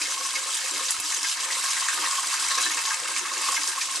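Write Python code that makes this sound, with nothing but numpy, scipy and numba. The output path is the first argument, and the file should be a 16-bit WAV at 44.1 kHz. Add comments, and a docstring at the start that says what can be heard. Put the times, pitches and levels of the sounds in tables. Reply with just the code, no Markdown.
"""A bucket of dirty water is emptied into a toilet bowl in a small bathroom, heard from just above.
It opens in full flow: the stream drags air under, and swarms of bubbles, from low churn through gurgle
to bright spray, set the hollow of the bowl ringing. Just before 1 s the sheet of water lands its hardest
slap on the porcelain. Big bubbles glug throughout, crowding in around 2 s, over deep gulps in the trap.
From 3 s the bucket knocks softly a few times while the pour runs on to the end."""
import sys
import numpy as np
from scipy import signal
from scipy.fft import rfft, irfft, next_fast_len
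from scipy.io import wavfile
from numba import njit

SR = 44100
rng = np.random.default_rng(int(sys.argv[2]) if len(sys.argv) > 2 else 0)


def generate_wav(sig):
    """Save sig (samples, or channels by samples) to the path in sys.argv[1] as 16-bit PCM at SR."""
    pcm = np.round(np.clip(np.atleast_2d(sig).T, -1, 1) * 32767).astype(np.int16)
    wavfile.write(sys.argv[1], SR, pcm)


N = 176400
T = np.arange(N) / SR
SMALL_RISE, BIG_RISE = 0.15, 0.05   # share by which a bubble's pitch climbs as it dies


def from_db(db):
    """Decibels to gain."""
    return 10 ** (np.asarray(db) / 20)


def unit_rms(x):
    """Scale to rms 1."""
    return x / np.sqrt(np.mean(x ** 2) + 1e-20)


def fader_ride(points):
    """A level curve in dB about its own mean."""
    db = np.interp(T, *np.transpose(points))
    return db - db.mean()


def eq_at(points, hz):
    """Read an EQ curve in dB on a log-frequency axis."""
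    f, db = np.transpose(points)
    return np.interp(np.log(hz + 1e-9), np.log(f), db)


def butter(x, hz, kind, order=2):
    """Butterworth filter."""
    sos = signal.butter(order, np.clip(hz, 10, .45 * SR), kind, fs=SR, output="sos")
    return signal.sosfilt(sos, x + 1e-18)


def drift(hz):
    """A smooth random modulator with rms 1, moving at rates up to about hz."""
    hop, run_in = 40, 2000
    r = np.exp(-2 * np.pi * hop * hz / SR)
    slow = signal.lfilter([1], [1, -2 * r, r * r], rng.standard_normal(N // hop + run_in + 2))[run_in:]
    return np.interp(np.arange(N) / hop, np.arange(len(slow)), unit_rms(slow))


@njit
def ring(onsets, gain, hz, t60, rise):
    """Each bubble or knock is a dying sine whose pitch climbs by the share `rise`."""
    out = np.zeros(N)
    for k in range(len(onsets)):
        start, length = int(onsets[k] * SR), int(t60[k] * SR) + 1
        height, loss, phase = gain[k], np.exp(-np.log(1000) / length), 0.
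        for i in range(min(length, N - start)):
            out[start + i] += height * np.sin(phase)
            phase += 2 * np.pi * hz[k] / SR * (1 + rise * i / length)
            height *= loss
    return out


# soft knocks of the bucket: t/s, level/dB, f/Hz
BUCKET_KNOCKS = [(0.984, -49, 101), (3.009, -54, 144), (3.22, -55, 182), (3.471, -58, 144),
                 (3.885, -58, 130)]
def handling():
    """Faint, dull knocks of the bucket over a bed of low rumble."""
    t, db, hz = np.transpose(BUCKET_KNOCKS)
    knocks = ring(t, from_db(db), hz, t60=np.full(len(t), 0.1), rise=0.)
    rumble = unit_rms(butter(rng.standard_normal(N), 30, "low"))
    return butter(knocks, 300, "low") + from_db(-74) * rumble


# EQ of the reflections against the direct sound: f/Hz, level/dB
REVERB_EQ = [(280, -1.5), (480, 2.5), (750, 0.5), (1080, -9.5), (1500, -4.5), (2300, -3.5), (3500, -4.5),
             (6500, -5.5), (9000, 0), (13000, 3.5)]
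def bathroom(x, send_db):
    """Two short reverb tails off porcelain and walls, different at each ear."""
    size = next_fast_len(N + SR // 2, True)
    hz = np.arange(size // 2 + 1) * SR / size
    echoes = 0
    for t60, db in ((0.15, 0), (0.097, 5)):
        decay = from_db(-60 * np.minimum(T / t60, 10)) * (T > .001)
        echoes = echoes + from_db(db) * unit_rms(rng.standard_normal((2, N)) * decay)
    echoes = unit_rms(echoes) / np.sqrt(N)
    wet = from_db(eq_at(REVERB_EQ, hz) + send_db)
    response = (1 + wet * rfft(echoes, size)) / np.sqrt(1 + wet ** 2)
    return irfft(rfft(x, size) * response, size)[:, :N]


# resonances of the hollow bowl: f/Hz, width/Hz, level/dB against the direct sound
BOWL_MODES = [(295.1, 14, 13.5), (354.6, 14, 4), (526, 18.6, 8.5), (583, 16, 9.5), (732.6, 12.2, 12.5),
              (889, 7.9, 7.5), (952, 14, 6), (1070.7, 57.3, 12), (1232, 13, 6), (1605, 16, 8),
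              (1779, 23, 4), (2164, 62, 2), (2600, 73, 5), (3960, 37, -1), (4940, 330, -5.5)]
def bowl(x):
    """The air in the bowl rings along with the water; a steep low cut trims the bottom."""
    out = x.copy()
    for hz, width_hz, db in BOWL_MODES:
        r = np.exp(-np.pi * width_hz / SR)
        poles = [1, -2 * r * np.cos(2 * np.pi * hz / SR), r * r]
        out += from_db(db) * signal.lfilter([1, 0, -1], poles, x) * (1 - r * r) / 2
    return butter(out, 259, "high", order=8)


# dips in the low end: t/s, length/s, depth/dB
LOW_DIPS = [(.575, 0.037, 10), (.905, .05, 24), (1.315, 0.061, 63), (1.687, 0.032, 11), (1.87, 0.049, 2.9),
            (2.115, 0.049, 12), (2.33, .04, 24), (2.938, 0.045, 29)]
def lulls(x, below_hz=570):
    """The low end ducks briefly."""
    low = butter(x, below_hz, "low", order=4)
    low = butter(low[:, ::-1], below_hz, "low", order=4)[:, ::-1]   # backwards too, to stay in phase
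    dip_db = sum(db * np.exp(-(2 * (T - t) / length) ** 2) for t, length, db in LOW_DIPS)
    return x - low * (1 - from_db(-dip_db))


def drops(per_s=110):
    """Stray drops tick on the porcelain, riding the level of the spray."""
    sizes = from_db(np.minimum(rng.exponential(1, N), 3.5)) * rng.choice([-1, 1], N)
    hits = rng.random(N) < per_s / SR
    ticks = butter(sizes * hits, [1900, 9000], "band", order=3)
    return from_db(-39.5 + fader_ride(SPRAY_RIDE)) * unit_rms(ticks)


# deep gulps in the trap: t/s, level/dB, f/Hz
TRAP_GULPS = [(.008, -39.5, 321), (0.366, -40.5, 537), (.722, -37, 418), (0.867, -39, 510),
              (1.04, -45.5, 293), (1.216, -47.5, 295), (1.528, -45, 454), (1.939, -43, 350),
              (2.052, -45, 536), (2.573, -36, 480), (2.672, -40.5, 446), (2.756, -40, 450),
              (3.029, -40.5, 526), (3.21, -39, 375), (3.372, -37.5, 410), (3.492, -37.5, 477),
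              (3.586, -42.5, 275), (3.681, -38.5, 397)]
def gulps():
    """Large pockets of air dragged into the trap ring low and round."""
    t, db, hz = np.transpose(TRAP_GULPS)
    pockets = ring(t, from_db(db), hz, t60=np.full(len(t), 0.047), rise=BIG_RISE)
    return butter(pockets, 685, "low", order=4)


# slaps of water: t/s, relative level/dB, centre f/Hz, t60/s
WATER_SLAPS = [(0.018, -19.5, 5870, 0.17), (0.354, -18.5, 6000, 0.064), (0.536, -17, 4970, 0.035),
               (0.883, -18, 4780, 0.071), (.906, -7, 8900, 0.044), (.999, -12.5, 9800, 0.052),
               (1.232, -17, 6000, 0.034), (1.526, -15, 5260, 0.035), (1.639, -13.5, 7200, 0.073),
               (1.706, -16, 7300, 0.081), (1.81, -15, 6430, .025), (2.747, -21, 7700, .04),
               (2.942, -13.5, 7140, 0.037), (3.164, -14, 7160, 0.026), (3.335, -16, 5690, 0.033),
               (3.518, -11.5, 7600, 0.036), (3.674, -13, 6800, 0.044), (3.809, -17, 5300, 0.11)]
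def slaps(attack_s=0.00036, crack_t60_s=.012):
    """The sheet of water hits the porcelain: a broadband crack and a short, grainy tail of droplets."""
    out = np.zeros(N)
    for t, db, hz, t60 in WATER_SLAPS:
        age = np.maximum(T - t, 0)
        grains = rng.standard_normal(N) * from_db(2.5 * drift(400))
        shower = unit_rms(butter(grains, [hz / 1.36, hz * 1.23], "band")) * from_db(-60 * age / t60)
        crack = rng.standard_normal(N) * from_db(-8 - 60 * age / crack_t60_s)
        out += (shower + crack) * np.minimum(age / attack_s, 1) * from_db(db - 7)
    return out


# glugs of big bubbles: t/s, relative level/dB, f/Hz
BIG_BUBBLES = [(0.0157, -12, 2410), (.054, -14, 2090), (.172, -19.5, 1090), (0.209, -23, 1095),
               (0.249, -20.5, 1080), (.334, -22, 1040), (.354, -11, 2170), (0.474, -23, 1083),
               (0.793, -18, 1204), (1.121, -14, 1880), (1.243, -11.5, 2060), (1.382, -23, 1077),
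               (1.431, -20, 1175), (1.504, -11, 1980), (1.637, -17, 1090), (1.688, -19.5, 1096),
               (1.767, -12.5, 1895), (1.817, -16, 1040), (1.884, -7, 1820), (1.886, -22.5, 1130),
               (1.976, -19, 1220), (2.034, -13, 1105), (2.048, -11, 1900), (2.073, -15.5, 1047),
               (2.125, -17, 1106), (2.181, -14, 1100), (2.325, -17.5, 1122), (2.423, -19.5, 1105),
               (2.51, -10.5, 1860), (2.532, -20.5, 1092), (2.574, -15, 1063), (2.582, -11.5, 1660),
               (2.6, -11.5, 3900), (2.633, -8.5, 3930), (2.656, -9.5, 3950), (2.662, -11.5, 1740),
               (2.706, -11, 1835), (2.773, -11, 1820), (2.873, -16, 1083), (2.906, -12.5, 1626),
               (3.088, -23.5, 1124), (3.163, -10, 2350), (3.255, -18, 1136), (3.313, -25, 1070),
               (3.378, -20, 1060), (3.463, -15.5, 1160), (3.485, -11.5, 1123), (3.523, -19, 1100),
               (3.566, -8, 2113), (3.774, -16, 1100), (3.814, -12.5, 2350), (3.884, -20.5, 1065)]
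def glugs(shed=10, scatter_s=.009, detune_octaves=0.4):
    """Each big pocket of air rings and sheds a quick cluster of smaller bubbles."""
    t, db, hz = np.transpose(BIG_BUBBLES)
    pockets = ring(t, from_db(db - 14.5), hz, t60=np.full(len(t), 0.052), rise=BIG_RISE)
    delay, detune = rng.standard_normal((len(t), 2, shed)).transpose(1, 2, 0)
    onsets = (t + scatter_s * np.abs(delay)).ravel()
    gains = np.tile(from_db(db - 20.5), shed)
    pitches = (hz * 2 ** (detune_octaves * np.clip(detune, -1, 2))).ravel()
    cluster = ring(onsets, gains, pitches, t60=np.full(delay.size, 0.017), rise=SMALL_RISE)
    return butter(pockets + cluster, 914, "high", order=4)


def surge(splashes_per_s=70, ebb_s=0.0018):
    """Movement of the stream in dB: slow wobble, fast flutter and a tiny dip at each small splash."""
    hits = (rng.random(N) < splashes_per_s / SR) * rng.uniform(0.17, 1, N)
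    splashes = signal.lfilter([1], [1, -np.exp(-1 / (ebb_s * SR))], hits + 1e-18)
    return -1.42 * drift(hz=1.8) + 2.18 * drift(hz=55.3) - 0.5 * unit_rms(splashes - splashes.mean())


def swarm(low, high, per_s, cycles, spread_db, count=4000):
    """Bubbles born at random within one band; spread_db makes a few pop out of the texture."""
    wait, size, pitch, life, sign = rng.random((count, 5)).T
    onsets = np.cumsum(-np.log(1 - wait)) / per_s
    gain = from_db(spread_db * np.minimum(-np.log(1 - size), 4.2)) * np.sign(sign - .5)
    hz = low * (high / low) ** pitch
    t60 = cycles * 2 ** (2 * life - 1) / hz
    return unit_rms(ring(onsets, gain, hz, t60, SMALL_RISE))


# fader rides of the low churn, the gurgle in the pool and the spray: t/s, relative level/dB
CHURN_RIDE = [(0, -59), (.78, -54.5), (1.15, -59), (1.6, -54.5), (1.85, -64), (2.1, -54.5), (2.3, -58),
              (2.6, -57), (3.24, -54.5), (3.85, -59), (4, -55)]
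GURGLE_RIDE = [(0, -39.5), (.55, -40.5), (.78, -37.5), (1.07, -41.5), (1.65, -36.5), (2.03, -36),
               (2.58, -36.5), (3.01, -37.5), (3.4, -36.5), (3.84, -40.5), (4, -40.5)]
SPRAY_RIDE = [(0.0, -24.5), (0.2, -27.5), (0.36, -26), (0.44, -29.5), (0.54, -27.5), (0.66, -28.5),
              (0.74, -25.5), (0.82, -26.5), (0.92, -25.5), (0.94, -28), (1.26, -25.5), (1.3, -23.5),
              (1.36, -29), (1.44, -26.5), (1.46, -32), (1.52, -26), (2.34, -26), (2.6, -26.5),
              (2.84, -26.5), (2.88, -26.5), (3.02, -28.5), (3.14, -29), (3.18, -25), (3.2, -30),
              (3.46, -26), (3.64, -28), (3.68, -27), (3.72, -28), (3.82, -28), (3.9, -29.5), (3.96, -25),
              (4.0, -31.0)]
# bubble textures: top f/Hz, rate per band/(1/s), decay/cycles, spread/dB, rush/dB, flicker/dB, surge share
CHURN = (797, 55, 11.5, 0.9, -13, 2.5, -0.35)
GURGLE = (2800, 150, 24, 0, -10, 1.24, 0.48)
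SPRAY = (15000, 380, 52, 3.5, 1, 1.1, 0.76)
# tone colour of the pour, as spectral density: f/Hz, relative level/dB
POUR_EQ = [(230, -26), (290, -18.5), (410, -17.5), (530, -18), (680, -30.5), (850, -8.5), (1080, -9),
           (1400, -7), (1800, -3), (2400, -9), (3300, -3), (5200, -3.5), (7500, 1.54), (9500, -4.5),
           (11500, -4.5), (14000, -22)]
def pour(spots=3):
    """The stream drags air under: third-octave bubble swarms over a rush, one row per spot in the bowl."""
    surge_db = surge()
    heave_db = 3 * drift(hz=8.6)   # on the churn only
    edges = 224 * 2 ** (np.arange(19) / 3)
    white = rng.standard_normal((2, spots, N))
    out = np.zeros((spots, N))
    for k, (low, high) in enumerate(zip(edges, edges[1:])):
        hz = np.sqrt(low * high)
        texture, ride = ((CHURN, CHURN_RIDE) if hz < CHURN[0] else
                         (GURGLE, GURGLE_RIDE) if hz < GURGLE[0] else (SPRAY, SPRAY_RIDE))
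        _, per_s, cycles, spread_db, rush_db, flicker_db, surge_share = texture
        rush = from_db(rush_db) * unit_rms(butter(white[k % 2], [low, high], "band"))
        bubbles = np.array([swarm(low, high, per_s / spots, cycles, spread_db) for _ in range(spots)])
        bubbles = butter(bubbles, 0.68 * low, "high", order=4)   # bubbles radiate little below pitch
        motion_db = surge_share * surge_db + flicker_db * drift(hz=11.5) + heave_db * (hz < CHURN[0])
        water = unit_rms((bubbles + rush) * from_db(motion_db))
        density_db = -65.5 + eq_at(POUR_EQ, hz) + fader_ride(ride)
        out += water * np.sqrt((high - low) / spots) * from_db(density_db)
    return out


def scene():
    """Each spot in the bowl gets its own reflections; glugs and slaps sit drier in the mix."""
    pool, wall, rim = pour()
    stems = ((pool + gulps(), 0), (wall, 0), (rim + drops(), 0), (glugs() + slaps(), -3.5))
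    water = sum(bathroom(bowl(stem), send_db) for stem, send_db in stems)
    return lulls(water) + handling()


def record(dry):
    """The microphone softens the top, then a steep high cut closes it off."""
    softened = butter(dry, 10320, "low", order=3)
    return signal.sosfilt(signal.ellip(10, .2, 80, 15200, fs=SR, output="sos"), softened)


dry = scene()
out = record(dry)
generate_wav(out)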